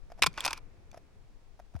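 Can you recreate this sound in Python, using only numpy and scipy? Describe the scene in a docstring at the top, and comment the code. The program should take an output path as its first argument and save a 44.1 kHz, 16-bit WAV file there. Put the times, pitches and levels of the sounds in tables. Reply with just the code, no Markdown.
"""In a quiet meadow a reflex camera fires one frame, close to a stereo recorder fixed near it.
Mirror and curtains slap, a motor re-cocks the mechanism with a rattle of latches, and a small actuator in
the lens ticks now and then: every contact is a burst of short decaying sine waves, answered by scattered noise.
Jolts travel through the mount as low decaying tones, and a hand bumps it at the end.
Light wind rumbles on both ports and a hush swells and fades over a faint hiss, all made of shaped noise."""
import sys
import numpy as np
from scipy import signal
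from scipy.fft import rfft, irfft, next_fast_len
from scipy.io import wavfile
from scipy.ndimage import map_coordinates

SR = 44100
rng = np.random.default_rng(int(sys.argv[2]) if len(sys.argv) > 2 else 0)


def natural_amplitude(level_db):
    """Convert a level in decibels to a linear amplitude factor, elementwise."""
    exponent = np.asarray(level_db, float) / 20
    return 10 ** exponent


def put_to_file(sound):
    """Save the sound as 16-bit audio at rate SR, in the file named by the first command-line argument."""
    columns = np.atleast_2d(sound).T  # one column per channel
    safe = np.clip(columns, -1, 1)
    whole_steps = np.round(safe * 32767)
    wavfile.write(sys.argv[1], SR, whole_steps.astype(np.int16))


N = 79380


def unit(x):
    """Scaled to rms 1."""
    return x / np.sqrt(np.mean(x ** 2) + 1e-20)


def along(points, hz):
    """Reads a table of (pitch_hz, value) on a log pitch axis."""
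    f, v = np.transpose(points)
    return np.interp(np.log(hz + 1), np.log(f + 1), v)


def curve(rows):
    """Turns (time_s, value) rows into one value per sample."""
    return np.interp(np.arange(N) / SR, *np.transpose(rows))


def wobble(rate):
    """A smooth random curve with this many knots a second."""
    knots = rng.standard_normal(int(N * rate / SR) + 4)
    return map_coordinates(knots, [np.arange(N) * rate / SR])


def rush(spectrum, alike):
    """Stereo noise of rms 1: shared (mid) and opposed (side) noise set how alike left and right are."""
    m = next_fast_len(N + 8192)
    hz = np.fft.rfftfreq(m, 1 / SR)
    turn = np.arccos(np.clip(along(alike, hz), -1, 1)) / 2
    shape = natural_amplitude(along(spectrum, hz)) * [np.cos(turn), np.sin(turn)]
    noise = rfft(rng.standard_normal((2, m)))
    mid, side = irfft(noise * shape, m)[:, :N]
    return unit(np.array([mid + side, mid - side]))


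# phase between the ports, random from ring to ring: pitch_hz, spread_rad
PORT_SPREAD = [(500, .2), (1500, .25), (3000, .42), (6000, 0.95), (10000, 1.5)]
# average phase by which the left port leads: pitch_hz, lead_rad
PORT_LEAD = [(6500, 0.43), (9500, -1.8), (11500, -2), (14000, -1.4)]


def strike(times, blow_db, modes, loose=1, rise_s=0.00015):
    """Each blow rings all modes as decaying sines, with fresh random level, tuning and phase at the two ports."""
    scatter_db, detune_share, phase_turns = 2, 0.05, 0.35  # random spreads, scaled by loose
    hz, mode_db, t60 = np.transpose(modes)[:, None, :, None]
    t = np.arange(SR // 30) / SR
    chance = rng.standard_normal((len(times), len(modes), 4))
    size, tune, phase, turn = np.moveaxis(chance[..., None], 2, 0)
    start_db = np.reshape(blow_db, (-1, 1, 1)) + mode_db + loose * scatter_db * size
    level = natural_amplitude(start_db - 60 * t / t60)
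    level = level * (1 - np.exp(-t / rise_s))
    level = level * (1 - (t / t[-1]) ** 2)  # every ring is gone after a thirtieth of a second
    pitch = hz * (1 + loose * detune_share * tune)
    angle = 2 * np.pi * (pitch * t + loose * phase_turns * phase)
    half = (along(PORT_SPREAD, hz) * turn + along(PORT_LEAD, hz)) / 2
    first = np.round(np.multiply(times, SR)).astype(int)
    where = (first[:, None] + np.arange(len(t))).ravel()
    ports = []
    for side in (1, -1):  # left, right
        rings = (level * np.sin(angle + side * half)).sum(1)
        ports.append(np.bincount(where, rings.ravel(), N + SR)[:N])
    return np.array(ports)


# tone of the background hush: pitch_hz, relative level_db per Hz
HUSH_TONE = [(30, -20.5), (60, 3), (130, -5), (250, -12.5), (420, -12.5), (800, -23), (2600, -29),
             (7000, -120)]
# how loud the hush is over time: time_s, level_db
HUSH_LEVEL = [(0.0, -64.5), (0.33, -56), (1.8, -67)]
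# tone of the recorder's hiss: pitch_hz, relative level_db per Hz
HISS_TONE = [(290, -41), (500, -11.5), (690, -4), (1020, -8), (1310, -12), (5500, -16.5), (11000, -26.5),
             (13300, -33), (15500, -29.5), (16500, -34.5)]
# likeness of left and right in both: pitch_hz, likeness (1 = the same)
ALIKE = [(60, 0.17), (150, .55), (300, .5), (700, .5), (2000, 0.17), (8000, .05)]


def hush():
    """The far valley is noise that swells and fades; the recorder's own hiss is steady noise."""
    hiss_db = -72.5
    valley = natural_amplitude(curve(HUSH_LEVEL)) * rush(HUSH_TONE, ALIKE)
    return valley + natural_amplitude(hiss_db) * rush(HISS_TONE, ALIKE)


# how loud the wind is, before the left-right offset: time_s, level_db
WIND_LEVEL = [(0.0, -49.5), (.8, -54.5), (1.202, -57.5), (1.7, -55)]
# tone of the wind: pitch_hz, relative level_db per Hz
RUMBLE_TONE = [(8, -9), (22, 0), (35, -6), (60, -13.5), (120, -28.5), (250, -40), (400, -120)]


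def wind():
    """Low noise made lumpy by a random swell of its own on each port."""
    lump_db, pan_db = 2.5, 4.5  # spread of the swells; left is raised and right lowered by pan_db
    lumps = natural_amplitude(lump_db * np.array([wobble(34), wobble(18)]))
    pan = np.array([[pan_db], [-pan_db]])
    rumble = unit(lumps * rush(RUMBLE_TONE, [(30, -0.11)]))
    return natural_amplitude(curve(WIND_LEVEL) + pan) * rumble


# how long the surroundings answer: pitch_hz, time_to_fall_60_db_s
GROUND_FADE = [(300, .08), (2000, 0.16), (10000, 0.084)]


def ground(x):
    """Grass, clothes and hands scatter a short answer: the sound is convolved with fading noise."""
    level_db = -26
    hz, t, noise = signal.stft(rng.standard_normal((2, SR // 4)), SR, nperseg=128)
    fading = noise * natural_amplitude(-60 * t / along(GROUND_FADE, hz)[:, None])
    tail = signal.istft(fading, SR, nperseg=128)[1]
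    tail = tail / np.linalg.norm(tail[0])
    return natural_amplitude(level_db) * signal.fftconvolve(x, tail, axes=1)[:, :N]


def thump(s, db, hz, t60, stiff, rise_s):
    """A low decaying sine of the mount; the right port gets it weaker, later in phase and shorter."""
    settle_s = 0.004  # the pitch starts high by the share stiff and settles this fast
    right_db = np.array([[0], [-8]])
    lag_rad = np.array([[0], [2.4]])
    shorter = np.array([[1], [0.55]])  # share of the decay time
    t = np.clip(np.arange(N) / SR - s, 0, None)
    bent_t = t + stiff * settle_s * (1 - np.exp(-t / settle_s))
    level = natural_amplitude(db + right_db - 60 * t / (t60 * shorter)) * (1 - np.exp(-t / rise_s))
    return -level * np.sin(2 * np.pi * hz * bent_t - lag_rad)


# jolts of the mechanism: start_s, low_tone_level_db, high_tone_level_db
JOLTS = [(0.215, -36, -35.5), (0.242, -31.5, -46.5), (0.263, -32, -40), (0.274, -53, -25),
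         (0.291, -59, -34), (0.459, -50, -48.5), (0.964, -49, -69)]
# the low and the high tone of the mount: pitch_hz, time_to_fall_60_db_s (on the left)
MOUNT_TONES = [(76, 0.11), (150, 0.086)]
# first touch of the hand, alike on both ports: start_s, level_db, pitch_hz, time_to_fall_60_db_s
TOUCH = (1.7484, -38, 250, .025)
# the hand's bump, left port: start_s, level_db, settled pitch_hz, time_to_fall_60_db_s
BUMP = (1.7497, -22.5, 76, .11)


def mount():
    """Jolts shake two low tones of the mount; then a hand touches it and bumps it, with a falling pitch."""
    shake = np.zeros((2, N))
    for s, *levels in JOLTS:
        for db, (hz, t60) in zip(levels, MOUNT_TONES):
            shake += thump(s, db, hz, t60, stiff=0, rise_s=0.0016)
    touch_s, touch_db, touch_hz, touch_t60 = TOUCH
    t = np.clip(np.arange(N) / SR - touch_s, 0, None)
    touch = natural_amplitude(touch_db - 60 * t / touch_t60) * np.sin(2 * np.pi * touch_hz * t)
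    return shake + touch + thump(*BUMP, stiff=1.25, rise_s=0.003)


# moves of the lens actuator: stop_s, stop_level_db, travel_before_stop_s, start_tick_level_db
MOVES = [(0.119, -37.5, .0175, -44.5), (0.1927, -39, .0155, -50.5), (0.9442, -39, .014, -48),
         (0.9743, -38, .013, -51), (1.599, -41.5, 0.0066, -46), (1.764, -41.5, .025, -50.5)]
# ringing of the lens: centre pitch_hz, relative level_db, time_to_fall_60_db_s
LENS_MODES = [(900, -10.5, .009), (1405, -13, 0.0094), (1900, -13.5, .006), (2400, -18, .008),
              (3400, -15.5, .004), (5050, -16, .007), (5900, -19.5, 0.011), (7200, -19.5, 0.0044),
              (9600, -19.5, 0.002), (11300, -16.5, 0.0054)]
# the hollow of the lens barrel, same columns
BARREL = [(685, 2.5, 0.022)]


def lens():
    """Each move is a start tick, a chatter of random taps, a hollow stop and its rebound."""
    taps_per_s, settle_s = 790, 0.009  # the chatter goes on for settle_s after the stop
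    chatter_under_db, fade_db_per_s = -8.5, 351.5  # strongest at the stop, fading to both sides
    dull_db_per_octave = -1
    rebound_s, rebound_db, start_hollow_db = 0.003, -4.5, -0.5
    s, db, travel, start_db = np.transpose(MOVES)
    gaps = -np.log(1 - rng.random((len(s), 30)))
    before = np.cumsum(gaps, 1) / taps_per_s - settle_s  # seconds ahead of the stop
    on = before < travel[:, None]
    chatter_s = (s[:, None] - before)[on]
    chatter_db = (db[:, None] + chatter_under_db - fade_db_per_s * np.abs(before))[on]
    tick_s = np.r_[s, s + rebound_s, s - travel]
    ticks = strike(tick_s, np.r_[db, db + rebound_db, start_db], LENS_MODES)
    dull = [(hz, level + dull_db_per_octave * np.log2(hz / LENS_MODES[0][0]), t60)
            for hz, level, t60 in LENS_MODES]
    chatter = strike(chatter_s, chatter_db, dull)
    hollow_db = np.r_[db, start_db + start_hollow_db]
    hollow = strike(np.r_[s, s - travel], hollow_db, BARREL, loose=0.25, rise_s=0.0007)  # slow to build
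    return ticks + chatter + hollow


# the cocking motor's course: time_s, base level_db of a tooth tap
MOTOR = [(.3, -74), (.335, -72), (.37, -59), (.395, -52), (.43, -53), (.475, -49.5), (.52, -57),
         (.545, -58), (.588, -64.5), (.6, -99)]
# how strongly a tap rings housing, frame, levers, springs: relative level_db
GEAR_PART_DB = [0, -4, -7.5, -16.5]
# ringing of the gearbox: centre pitch_hz, relative level_db, time_to_fall_60_db_s
GEARBOX = [(2410, -2.5, 0.022)]
# ringing of the camera's four parts, same columns; the shutter strikes them too
HOUSING = [(303, -24, .04), (500, -17, 0.01), (620, -11.5, .012), (883, -7, 0.013), (1038, -5, 0.024),
           (1320, -4.5, .014), (1450, -4.5, .01)]
FRAME = [(1860, -6.5, .01), (2396, -4, 0.023), (2645, -4, 0.014), (3120, -1, .006), (3550, -5.5, 0.014)]
LEVERS = [(4304, -1.5, 0.0073), (4750, 1, .008), (5250, -1.5, .009), (5900, -1, 0.0082),
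          (6700, -0.5, 0.0036)]
SPRINGS = [(7900, 3.5, .005), (8770, -0.5, 0.0043), (10244, 3.5, .005), (11580, 1.5, .005),
           (13000, -8, .003), (15200, -9.5, .004)]


def motor():
    """Gear teeth tap the gearbox and the four parts at random moments while the mechanism is cocked."""
    taps_per_s, size_db = 2600, 2.5  # size_db sets the spread of tap sizes
    start, stop = MOTOR[0][0], MOTOR[-1][0]
    draw = rng.random((850, 2))
    s = start + np.cumsum(-np.log(1 - draw[:, 0])) / taps_per_s
    s, luck = s[s < stop], draw[s < stop, 1]
    db = np.interp(s, *np.transpose(MOTOR)) - size_db * (1 + np.log(1 - 0.95 * luck))
    taps = strike(s, db, GEARBOX)
    for over_db, modes in zip(GEAR_PART_DB, (HOUSING, FRAME, LEVERS, SPRINGS)):
        taps += strike(s, db + over_db, modes)
    return taps


# single tones on one pitch, thin parts pinging and, in the last row, a brief whine at the gearbox's pitch:
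# start_s, level_db, centre pitch_hz, time_to_fall_60_db_s
PINGS = [(0.2333, -22, 4020, 0.025), (.4062, -21, 3308, 0.0093), (.4552, -15.5, 5250, 0.0076),
         (0.512, -38, 900, 0.12), (0.5785, -43, 1022, 0.02), (.5845, -45, 1010, .015),
         (.9152, -50.5, 5900, 0.01), (0.9155, -54, 2430, 0.016), (.9155, -53, 3516, 0.0113),
         (.28, -53.5, 2400, 0.093)]


def pings():
    """Each row rings once on one pitch: thin parts ping, and a brief whine sounds at the gearbox's pitch."""
    return sum(strike([s], db, [(hz, 0, t60)], loose=0.3) for s, db, hz, t60 in PINGS)


# contacts in the mechanism and how hard they strike each part, before the offsets below:
# start_s, housing_db, frame_db, levers_db, springs_db
CONTACTS = [(0.2205, -38, -33.5, -36.5, -41), (0.222, -19, -5.5, -16.5, -19),
            (0.2234, -28.5, -17.5, -25.5, -26.5), (0.2249, -24, -9.5, -19, -22),
            (0.2249, -31, -7.5, -22.5, -28), (0.2338, -22, -10, -19.5, -25), (0.2344, -36, -26, -21, -28.5),
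            (0.2405, -17, -13.5, -26.5, -27), (0.2622, -24, -18.5, -23, -26),
            (0.2651, -20.5, -14.5, -24, -28.5), (0.2666, -17.5, -23, -18.5, -23.5),
            (0.2688, -27, -20, -24, -27.5), (0.271, -27.5, -27, -29.5, -40.5), (0.33, -63.5, -58, -54, -58),
            (0.3403, -66, -42.5, -51.5, -61.5), (0.3764, -41.5, -31.5, -34, -50),
            (0.3787, -27, -35, -46, -52), (0.382, -29, -57.5, -42, -57.5), (0.3819, -61, -25, -44, -46.5),
            (0.387, -36, -34.5, -44, -52.5), (0.406, -45, -27, -36, -27.5), (0.441, -37.5, -45, -46, -43.5),
            (0.441, -51, -27.5, -33.5, -46), (0.4494, -26.5, -19, -24.5, -30.5),
            (0.4498, -43, -28.5, -42, -27), (0.4543, -35, -22, -21, -26), (0.4575, -41, -38, -28, -43),
            (0.4624, -21.5, -24, -35, -29.5), (0.4627, -60, -20.5, -24.5, -32),
            (0.4668, -25, -32, -53.5, -47), (0.4782, -37, -17.5, -23, -33), (0.48, -25.5, -34, -36, -57.5),
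            (0.485, -31, -45.5, -37, -45.5), (0.5069, -33, -29, -35, -33.5), (0.509, -41, -26.5, -32, -46),
            (0.513, -32, -57, -50, -56), (0.5304, -26.5, -39, -23.5, -33.5),
            (0.5311, -43, -20, -30.5, -33.5), (0.533, -32.5, -47, -57, -38.5),
            (0.5379, -46, -54.5, -67, -69.5), (0.5733, -62, -37, -59.5, -55),
            (0.5771, -64, -46.5, -40.5, -45), (0.578, -39, -56, -60, -64.5), (0.915, -70, -55, -55.5, -54),
            (1.7435, -56.5, -67, -67.5, -68.5), (1.7533, -46.5, -58, -58, -63.5),
            (1.7912, -59, -56, -64, -61)]
# share of a blow in each ring, for housing, frame, levers, springs: offset_db
PART_DB = [0, -7, -3.5, -3.5]
# first loose after-contact against its blow, for the same four parts: offset_db
RATTLE_DB = [-13, -9, -8.5, -8.5]


def shutter():
    """Mirror, curtains and latches: every contact rings the four parts and rattles on briefly."""
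    spacing_s, fades_share = 0.0011, 0.42  # mean gap; each further one loses this share of RATTLE_DB again
    s, *blows = np.transpose(CONTACTS)
    gaps = spacing_s * 2 * rng.random((4, len(s), 5))
    rattle_s = s[:, None] + np.cumsum(gaps, 2)
    fading = 1 + fades_share * np.arange(5)
    sound = np.zeros((2, N))
    for i, modes in enumerate((HOUSING, FRAME, LEVERS, SPRINGS)):
        blow_db = blows[i] + PART_DB[i]
        rattle_db = blow_db[:, None] + RATTLE_DB[i] * fading
        sound += strike(s, blow_db, modes)
        sound += strike(rattle_s[i].ravel(), rattle_db.ravel(), modes)
    return sound


def scene():
    """The camera with its answer from the surroundings, the mount and the air."""
    camera = shutter() + pings() + motor() + lens()
    return camera + ground(camera) + mount() + wind() + hush()


def low_pass(x):
    """Removes everything above the highest recorded frequency."""
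    return signal.sosfilt(signal.butter(12, 17110, fs=SR, output="sos"), x)


def record(dry):
    """The recorder takes the finished mix as it is."""
    return low_pass(dry)


dry = scene()
out = record(dry)
put_to_file(out)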